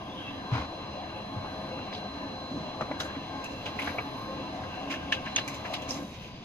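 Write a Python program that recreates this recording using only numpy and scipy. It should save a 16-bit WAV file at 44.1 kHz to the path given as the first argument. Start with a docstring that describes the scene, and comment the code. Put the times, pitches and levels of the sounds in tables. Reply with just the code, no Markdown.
"""Just above a small laser printer that feeds one sheet, heard by a phone with two microphone ports.
A fan hums as noise and steady tones; the mirror motor whines up and down as one gliding line; the gear
train whirs as noise through panel resonances over its mesh tones, then sinks. Thin sliding tones squeak
at the start, the clutch thumps as decaying sines, levers and paper edges click and tap the casing's modes,
and the sheet snaps as bright bursts, scrapes and hisses out as grainy noise and is picked up."""
import sys
import numpy as np
from scipy import signal
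from scipy.fft import rfft, irfft, next_fast_len
from scipy.io import wavfile
from scipy.ndimage import uniform_filter1d

SR = 44100
rng = np.random.default_rng(int(sys.argv[2]) if len(sys.argv) > 2 else 0)


def wrap_up_sound(samples):
    """Save the sound to the file named by the first command line argument, as 16-bit audio."""
    columns = np.atleast_2d(samples).T
    # keep every value between -1 and 1, then stretch to whole-number steps
    tamed = np.clip(columns, -1, 1)
    steps = np.round(tamed * 32767).astype(np.int16)
    wavfile.write(sys.argv[1], SR, steps)


N = 284002
T = np.arange(N) / SR

# casing resonances that clicks and taps ring: (frequency [Hz], width [Hz], level [dB])
CASING_MODES = [(620, 110, -3), (880, 100, -5), (1200, 100, -3), (1590, 80, -3), (1750, 80, 0),
                (2000, 70, -3), (2280, 80, -1), (2530, 80, -3), (2740, 90, 0), (2900, 90, -2),
                (3260, 110, -2), (3420, 110, -2), (3860, 110, -3), (4600, 150, -6), (5400, 200, -5),
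                (6050, 160, -5), (6550, 180, -5)]
# colour of rustling paper: (frequency [Hz], relative level [dB])
PAPER_COLOUR = [(1200, 6.5), (2600, 14.5), (5500, 2), (7200, 2.5), (11000, -12), (13000, -9), (15000, -11)]


def undb(db):
    """Decibels to an amplitude factor."""
    return 10 ** (np.asarray(db) / 20)


def level(x, db):
    """Scale x to an RMS level in dB."""
    return x * undb(db) / np.sqrt(np.mean(x ** 2))


def along(table, hz):
    """Read a (frequency [Hz], value) table on a log-frequency axis."""
    at, value = np.transpose(table)
    return np.interp(np.log(hz + 1), np.log(at + 1), value)


def peaks(table, hz):
    """Gain of a set of resonances, summed in power: (frequency [Hz], width [Hz], level [dB])."""
    return np.sqrt(sum(undb(db) ** 2 / (1 + (2 * (hz - f) / width) ** 2) for f, width, db in table))


def shape(x, gain):
    """Filter x by gain(hz) in the spectrum."""
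    size = next_fast_len(len(x))
    spectrum = rfft(x, size) * gain(np.fft.rfftfreq(size, 1 / SR))
    return irfft(spectrum, size)[:len(x)]


def noise(table):
    """Gain that gives unit white noise the table's dB per Hz."""
    return lambda hz: undb(along(table, hz)) * np.sqrt(SR / 2)


def walk(rate):
    """Random levels held for 1 / rate s and smoothed twice; spread near 1."""
    hold = int(SR / rate)
    steps = np.repeat(rng.standard_normal(N // hold + 1), hold)
    return 1.65 * uniform_filter1d(uniform_filter1d(steps, hold), hold)[:N]


def tone(hz, db, waver_db, drift, pace=1):
    """A sine of RMS level db whose level wavers and whose phase drifts."""
    phase = 2 * np.pi * np.cumsum(hz * np.ones(N)) / SR + drift * walk(9 * pace) + 2 * np.pi * rng.random()
    return np.sqrt(2) * undb(db + waver_db * walk(14 * pace)) * np.sin(phase)


def add(out, s, x):
    """Mix x into out from s seconds on."""
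    k = int(s * SR)
    out[k:k + len(x)] += x[:N - k]


def blow(rise, t60):
    """Envelope of a blow: linear rise to 1, then a decay of 60 dB in t60 s."""
    t = np.arange(int(.3 * SR)) / SR
    return np.minimum(t / max(rise, 1e-4), 1) * 1000. ** (-np.maximum(t - rise, 0) / max(t60, .005))


def friction(size):
    """Noise in fine uneven grains, as of surfaces rubbing."""
    return (rng.standard_normal(N) * undb(1.4 * walk(300) + 2.0 * walk(40)))[:size]


def treble(hz):
    """Gain of the crisp top of paper."""
    return undb(along(PAPER_COLOUR, hz)) / (1 + (5000 / (hz + 1)) ** 6)


def fan():
    """Moving air makes noise that wavers a little, with steady hum tones."""
    # spectrum of the air: (frequency [Hz], density [dB per Hz])
    air_colour = [(20, -81), (40, -78.5), (100, -70.5), (270, -72), (450, -84), (700, -79), (1300, -102),
                  (2500, -96), (4500, -100), (7000, -106), (11000, -118), (15000, -125)]
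    # hum: (frequency [Hz], level [dB])
    hum_tones = [(200, -56.5), (1000, -60.5)]
    air = shape(rng.standard_normal(N) * undb(1.0 * walk(5.89)), noise(air_colour))
    return air + sum(tone(hz, db, waver_db=3.0, drift=0.5, pace=1.5) for hz, db in hum_tones)


def whine():
    """The mirror's facets sing one clean line that follows the motor's speed."""
    # level of the whine, dipping while the sheet covers the outlet: (time [s], level [dB])
    whine_level = [(0, -78), (.18, -72), (.22, -65), (.3, -62), (.5, -53.5), (1.2, -55.5), (2.5, -51.5),
                   (3.3, -56.5), (4.5, -55), (4.62, -63), (4.78, -55), (4.9, -69), (5.235, -68),
                   (5.255, -53.5), (5.42, -48.5), (5.5, -57), (5.97, -60), (6.01, -68), (6.04, -62),
                   (6.08, -67), (6.12, -69), (6.3, -69), (6.39, -66), (6.44, -68)]
    full_hz, settled_s, ease_s, cut_s = 4061, .385, .12, 5.88  # power is cut at cut_s
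    run_up_hz_per_s, run_down_hz_per_s = 1540, 1020
    lag_s = uniform_filter1d(np.maximum(settled_s - T, 0), int(ease_s * SR), mode="nearest")
    hz = full_hz - run_up_hz_per_s * lag_s - run_down_hz_per_s * np.maximum(T - cut_s, 0)
    waver_db = .5 + 1.5 * (T > cut_s)  # less steady as it runs down
    return tone(hz, np.interp(T, *np.transpose(whine_level)), waver_db=waver_db, drift=.05)


def gears():
    """Teeth scrape once per mesh and shake the panels; the load is uneven, octave by octave."""
    # gear load: (time [s], level [dB])
    drive_load = [(0, -1), (1.24, 0), (1.6, 1.5), (2.4, 0), (3, 1), (3.44, -0.5), (3.96, 2), (6, 0.5)]
    # mesh tones ahead of the load: (multiple of the mesh rate, level [dB])
    mesh_tones = [(1, -60), (2, -62), (3, -56.5), (4, -57), (5, -55.5)]
    # spectrum of the whir ahead of panels and load: (frequency [Hz], density [dB per Hz])
    whir_colour = [(30, -100), (70, -74), (170, -75), (400, -78.5), (800, -76), (1200, -77.5), (1380, -92),
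                   (2000, -91), (3500, -89.5), (5200, -99), (6500, -104), (8600, -114), (11000, -108),
                   (12500, -114), (15000, -122)]
    # panel resonances: (frequency [Hz], width [Hz], level over the whir [dB])
    panel_modes = [(77.9, 4.7, 8.5), (130, 51, 0.5), (205.2, 5.8, 9), (279.9, 17.8, 15.5), (328, 23.5, 8),
                   (523.7, 24.3, 10), (626, 65, 6.5), (728, 45, 9), (1007, 44, 3.5), (1583, 53, 14),
                   (1747, 65, 11.5), (2202, 21, 5), (2743, 118, 8.5), (3310, 17, 10)]
    mesh_hz = 213
    stop_s, coast_s, stop_db = 5.98, 0.12, -11  # sinks by stop_db within coast_s

    teeth = 1 + 0.092 * np.sin(2 * np.pi * mesh_hz * T)
    shaken = 0
    for mid_hz in 40 * 2. ** np.arange(10):
        scrape = rng.standard_normal(N) * teeth * undb(1.06 * walk(4.05) + 1.0 * walk(24.94))
        # octave bands that cross-fade into each other
        band = shape(scrape, lambda hz: np.cos(np.clip(np.log2((hz + 1) / mid_hz), -1, 1) * np.pi / 2))
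        shaken = shaken + band
    for panel in panel_modes:  # each panel is shaken unevenly, in its own time
        shake = rng.standard_normal(N) * undb(3.03 * walk(14.0))
        shaken = shaken + shape(shake, lambda hz: peaks([panel], hz))
    whir = shape(shaken, noise(whir_colour))
    mesh = sum(tone(k * mesh_hz, db, waver_db=4.0, drift=0.9, pace=1.5) for k, db in mesh_tones)
    coast_db = stop_db * np.clip((T - stop_s) / coast_s, 0, 1)
    return (whir + mesh) * undb(np.interp(T, *np.transpose(drive_load)) + coast_db)


def thin_tones():
    """Thin wavering tones that slide a little: squeaks at the start, one faint high tone at the end."""
    # (start [s], length [s], level at the height [dB], first pitch [Hz], last pitch [Hz])
    tone_list = [(0.022, 0.077, -62, 3270, 3300), (0.093, .05, -55, 3360, 3400),
                 (.15, .04, -57, 3420, 3380), (.12, .04, -59, 3580, 3660), (0.185, 0.14, -54, 3310, 3380),
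                 (0.188, 0.076, -52, 3180, 3305), (.234, 0.036, -48.5, 2730, 2700),
                 (.272, .035, -47, 2690, 2700), (.29, 0.088, -57, 3340, 3280), (6.2, .26, -67, 4570, 4730)]
    out = 0
    for start, length, db, first_hz, last_hz in tone_list:
        part = np.clip((T - start) / length, 0, 1)
        hz = first_hz + (last_hz - first_hz) * part
        arch = np.sqrt(np.abs(np.sin(np.pi * part))) * (part < 1)
        out = out + tone(hz, db, waver_db=2.5, drift=2.5, pace=5.5) * arch
    return out


def thumps():
    """A blow swings the body at a low pitch, with weaker modes below and above it."""
    # clutch and tray blows: (time [s], peak level of the main mode [dB], pitch [Hz])
    thump_list = [(0.516, -17, 121), (.555, -30, 91.5), (0.591, -29.5, 75), (1.362, -27, 111),
                  (1.393, -30.5, 108), (1.756, -41, 130), (2.529, -29, 281), (2.806, -32, 226),
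                  (2.901, -30, 282), (3.04, -33, 320), (3.159, -29, 268), (3.978, -35, 111),
                  (4.62, -40, 90.5), (5.979, -31, 294)]
    out = np.zeros(N)
    swing = blow(rise=0.013, t60=0.12)
    for s, db, hz in thump_list:
        turn = 2 * np.pi * hz * np.arange(len(swing)) / SR
        modes = np.sin(turn) + .2 * np.sin(.64 * turn) + .15 * np.sin(1.7 * turn)
        add(out, s, undb(db) * swing * modes)
    return out


def clicks():
    """Each is a short rattle into the casing, strongest near its centre, with a crisp top and dull bottom."""
    # levers and paper edges: (time [s], level at the top of the blow [dB], centre [Hz], width [Hz],
    # treble relative to that [dB], bass relative to that [dB])
    click_list = [(0.513, -38.5, 1010, 400, -31, -4), (1.444, -55.5, 1310, 500, -30, 23.5),
                  (1.7877, -45.5, 1270, 600, -24, 0), (2.808, -34.5, 1280, 1600, -23, 0),
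                  (2.912, -44, 1690, 1600, -27, 6), (3.0, -36.5, 3370, 2500, -5, -1),
                  (3.095, -42, 1630, 400, -34, -2), (3.15, -44.5, 1750, 900, -35, -12),
                  (3.44, -42, 2630, 400, -6, -10), (3.657, -37, 2800, 900, -15, 2),
                  (3.7892, -32, 2270, 920, -33, -4.5), (3.817, -39, 2840, 1200, -17, 4.5),
                  (3.872, -33.5, 1580, 1200, -32, -2), (3.8897, -45, 2070, 1200, -35, -12),
                  (3.9834, -39, 2300, 800, -26, 8.5), (4.636, -43, 1550, 900, -25, -11),
                  (5.1211, -26.5, 2900, 2010, -21, -21), (5.144, -45, 2690, 2010, -18, -22),
                  (5.359, -28, 3100, 2500, -15, -17), (5.379, -31, 2850, 2200, -24, -6),
                  (5.476, -37.5, 2290, 600, -1.5, -24), (5.543, -46.5, 2460, 1010, 0, -26),
                  (5.736, -35, 3150, 3000, -17, -15), (5.8182, -45.5, 3200, 706, -5.5, -8),
                  (5.89, -43, 6000, 2000, -17, -12), (5.905, -36, 5500, 1200, -14, -5),
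                  (6.243, -50, 2670, 900, -22.5, 0)]
    out = np.zeros(N)
    lead = int(.01 * SR)  # silence ahead of the blow, taken off again when it is placed
    force = np.roll(blow(rise=0.002, t60=0.12), lead) * (np.arange(int(.3 * SR)) >= lead)
    for s, db, mid_hz, width, treble_db, bass_db in click_list:
        chance = rng.standard_normal((2, len(force)))
        # the contact chatters: bounces a millisecond or two apart
        bounce = uniform_filter1d(chance[0], size=50) * np.sqrt(50)
        rattle = chance[1] * undb(2.2 * bounce) * force
        ring = shape(rattle, lambda hz: np.hypot(peaks(CASING_MODES, hz), undb(-5.5))
                     * peaks([(mid_hz, width, 0)], hz) ** 2)
        crisp = shape(rattle, treble)
        dull = shape(rattle, lambda hz: peaks([(690, 1020, 0)], hz) ** 4)
        parts = level(ring, db) + level(crisp, db + treble_db) + level(dull, db + bass_db)
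        add(out, s - lead / SR, parts * np.sqrt(np.mean(force ** 2)))
    return out


def taps():
    """Each hard single tap sets the casing modes near its centre ringing freely."""
    # (time [s], peak level [dB], centre [Hz], width [Hz])
    tap_list = [(1.9255, -35, 2100, 500), (1.934, -36, 3860, 600), (1.949, -32, 4300, 1200),
                (2.8095, -30, 800, 600), (2.816, -28, 650, 500), (2.8213, -27, 1200, 300),
                (2.9125, -23.5, 620, 400), (2.9155, -34.5, 2000, 500), (2.9185, -28, 750, 600),
                (3.002, -28, 3750, 500), (3.006, -29.5, 1210, 400), (3.7897, -28, 2350, 300),
                (3.7948, -29, 2490, 700), (3.7988, -28, 2200, 703), (3.817, -41, 2900, 900),
                (3.8751, -30.5, 1500, 900), (3.891, -35, 2100, 900), (3.905, -39, 2250, 400),
                (3.9835, -27.5, 2310, 300), (3.987, -27, 2400, 500), (4.907, -31, 2600, 600),
                (4.939, -31.5, 1710, 300), (5.1239, -19.5, 1770, 250), (5.1242, -20.5, 2900, 300),
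                (5.1286, -23, 2800, 400), (5.264, -37, 1660, 400), (5.271, -31, 1590, 500),
                (5.3614, -17, 6550, 400), (5.3615, -19.5, 3420, 400), (5.3645, -28, 6050, 300),
                (5.3663, -22.5, 2770, 400), (5.370, -39, 6000, 300), (5.378, -30, 4000, 800),
                (5.381, -26, 3260, 600), (5.384, -26, 2900, 1200), (5.387, -25.5, 1670, 700),
                (5.391, -32, 2500, 1500), (5.479, -34, 2280, 400), (5.651, -32, 1640, 400),
                (5.8908, -33, 6050, 1200), (5.9073, -30, 5400, 700)]
    push_s = 0.0014  # length of the contact
    out, t = np.zeros(N), np.arange(int(.06 * SR)) / SR
    mode_hz, mode_width, mode_db = np.transpose(CASING_MODES)[:, :, None]
    signs = np.sign(rng.standard_normal((len(tap_list), len(CASING_MODES), 1)))
    for (s, db, mid_hz, width), sign in zip(tap_list, signs):
        share = sign * undb(mode_db) * peaks([(mid_hz, width, 0)], mode_hz) ** 2
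        modes = share * np.exp(-np.pi * mode_width * t) * np.sin(2 * np.pi * mode_hz * t)
        ring = np.sum(modes, axis=0) * np.minimum(t / max(push_s, 1e-4), 1)
        add(out, s, undb(db) * ring / np.abs(ring).max())
    return out


def snaps():
    """Paper snaps in short bright bursts: placed single ones, and a random fading crackle as it bends."""
    # single snaps: (time [s], level ahead of the decay [dB], centre [Hz])
    snap_list = [(3.0025, -52, 8950), (3.445, -44, 9000), (3.7915, -50, 13000), (3.7975, -48, 11040),
                 (3.8187, -49, 7000), (3.8245, -44, 8000), (5.363, -44, 8500), (5.48, -42, 10000),
                 (5.739, -40.5, 11000), (5.8915, -52, 7960), (5.899, -56, 9000), (5.909, -49, 7950),
                 (5.917, -50, 9000)]
    # crackle: (start [s], length [s], lowest level at the start [dB], rate [crackles per s])
    crackle_list = [(2.996, .1, -58, 350), (3.79, .2, -54.5, 350), (5.891, .24, -54.5, 390)]
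    spread_db, fade_db, t60_s = 2.5, -14, .022
    rows = list(snap_list)
    for start, length, db, rate in crackle_list:
        when, size, pitch = rng.random((200, 3))[:int(rate * length)].T
        dbs = db + fade_db * when - spread_db * np.log(size)  # a few stand well above the rest
        rows += list(zip(start + length * when, dbs, 5000 * 2.6 ** pitch))
    out, t = np.zeros(N), np.arange(512) / SR
    for s, db, mid_hz in rows:
        burst = shape(rng.standard_normal(len(t)), lambda hz: peaks([(mid_hz, 0.51 * mid_hz, 0)], hz) ** 2)
        add(out, s, level(burst, db) * 1000. ** (-t / max(t60_s, .002)))
    return out


def scrapes():
    """Short rubs of grainy noise around one pitch swell and die away."""
    # rollers, clutch and sheet: (start [s], length [s], level at the top of the swell [dB],
    # centre [Hz], width [Hz], treble relative to that [dB])
    scrape_list = [(0.137, 0.3, -49.5, 3100, 700, -38), (0.501, 0.17, -42.5, 2220, 3080, -43),
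                   (0.505, 0.16, -36, 850, 600, -50), (1.92, 0.075, -45.5, 3600, 2360, -45),
                   (2.498, 0.23, -34.5, 238, 152, -30), (2.986, 0.11, -44.5, 1610, 500, -6.5),
                   (3.423, 0.23, -51.5, 2700, 120, -9), (3.65, 0.071, -45.5, 2780, 2970, -23),
                   (3.78, 0.18, -41.5, 2100, 2960, -35), (3.94, 0.05, -37, 640, 250, -36),
                   (4.79, 0.7, -51, 2740, 499, -30), (4.899, 0.072, -39, 2350, 2200, -12.5),
                   (5.252, 0.06, -43, 2070, 2200, -43), (5.647, 0.043, -40, 1800, 1500, -27),
                   (5.682, 0.1, -35, 650, 144, -40), (5.731, 0.046, -39, 3040, 3500, -25),
                   (5.877, 0.12, -52, 5950, 3050, 0), (5.951, 0.16, -37, 276, 120, -21),
                   (6.13, 0.48, -53.5, 2850, 2020, -33)]
    swell_share, swell_bend = 0.18, 0.64  # part of the length spent swelling; roundness of the shape
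    out = np.zeros(N)
    rub = friction(size=N)
    for start, length, db, mid_hz, width, treble_db in scrape_list:
        span = slice(int(start * SR), int((start + length) * SR))
        body = shape(rub[span], lambda hz: peaks([(mid_hz, width, 0)], hz) ** 2
                     / (1 + (mid_hz / 5 / (hz + 1)) ** 4))
        crisp = shape(rub[span], treble)
        top_s = np.clip(swell_share, .05, .9) * length
        swell = np.interp(T[span] - start, [0, top_s, length], [0, 1, 0]) ** swell_bend
        out[span] += (level(body, db) + level(crisp, db + treble_db)) * swell
    return out


def sliding_sheet():
    """The moving sheet hisses as friction noise, under a fluttering airy layer."""
    # sliding over guides, then lifted away: (time [s], hiss level [dB], airy top level [dB])
    slide_levels = [(0, -86, -92), (3.4, -59.5, -85), (3.6, -60, -65), (3.78, -52, -65), (3.8, -61, -57),
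                    (4.2, -62, -64), (4.701, -57.5, -79), (5.3, -56, -78), (5.7, -50.5, -65),
                    (5.885, -55, -70), (5.895, -47, -62), (6.02, -55.5, -52), (6.14, -54.5, -68),
                    (6.25, -55, -66), (6.36, -72, -88), (6.44, -77, -90)]
    hiss = shape(friction(size=N), lambda hz: undb(along(PAPER_COLOUR, hz)) / (1 + (900 / (hz + 1)) ** 4))
    flutter = rng.standard_normal(N) * undb(3.1 * walk(12) + 2.0 * walk(150))
    air = shape(flutter, lambda hz: 1 / (1 + (9500 / (hz + 1)) ** 8))
    at, hiss_db, air_db = np.transpose(slide_levels)
    return level(hiss, 0) * undb(np.interp(T, at, hiss_db)) + level(air, 0) * undb(np.interp(T, at, air_db))


def scene():
    """Mix all sources at two ports that differ in level, phase and delay, and share only part of the noise."""
    # phase between the ports: (frequency [Hz], lead of the left [rad])
    port_phase = [(0, 0), (1550, 1.34), (2240, 7.5), (3530, 9), (4130, 6.5), (4820, 12.5), (7410, 1),
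                  (8100, 3), (8530, -32), (9470, -8), (10200, 5.5), (13800, 12.5), (14000, 21), (15200, 18)]
    # level between the ports: (frequency [Hz], left minus right [dB])
    port_balance = [(60, -1), (110, 2), (200, -1), (380, 0.5), (700, 2.5), (1290, 2.5), (2380, 0.5),
                    (4400, -1), (8120, 0), (15000, 2.5)]
    # likeness of the ports: (frequency [Hz], likeness [0-1])
    port_likeness = [(30, .96), (100, .985), (300, .94), (700, .82), (1500, .7), (1900, .62), (4000, .62),
                     (5200, .42), (10000, .45)]
    whine_lag_s, tap_lag_s = 5.6e-5, 8e-5  # by which the right port hears late

    def delay(lag_s):
        return lambda hz: np.exp(-2j * np.pi * hz * lag_s)

    def like(hz):
        return np.clip(along(port_likeness, hz), 0, 1)

    def late(hz):
        return np.exp(-1j * np.interp(hz, *np.transpose(port_phase)))

    # the right port hears partly the same noise, partly a second, independent draw of the same layers
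    shared, independent = (fan() + gears() + clicks() + snaps() + scrapes() + sliding_sheet()
                           for _ in range(2))
    shared = shared + thumps()
    facets, hard = whine(), taps() + thin_tones()
    left = shared + facets + hard
    right = shape(shared, lambda hz: like(hz) * late(hz))
    right = right + shape(independent, lambda hz: np.sqrt(1 - like(hz) ** 2))
    right = right + shape(facets, delay(whine_lag_s)) + shape(hard, delay(tap_lag_s))
    return np.array([shape(left, lambda hz: undb(along(port_balance, hz) / 2)),
                     shape(right, lambda hz: undb(-along(port_balance, hz) / 2))])


def record(dry):
    """The phone's ports colour the sound; a steep low-pass cuts the top."""
    # response of the ports: (frequency [Hz], gain [dB])
    port_response = [(25, 0.5), (700, -2), (1500, 2), (6600, 3.5), (7600, -6), (8800, -9.5), (10800, 0.5),
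                     (12500, -0.5), (15300, -12)]
    top_hz = 15400
    heard = np.array([shape(side, lambda hz: undb(along(port_response, hz))) for side in dry])
    return signal.sosfilt(signal.ellip(10, .2, 80, top_hz, fs=SR, output="sos"), heard)


dry = scene()
out = record(dry)
wrap_up_sound(out)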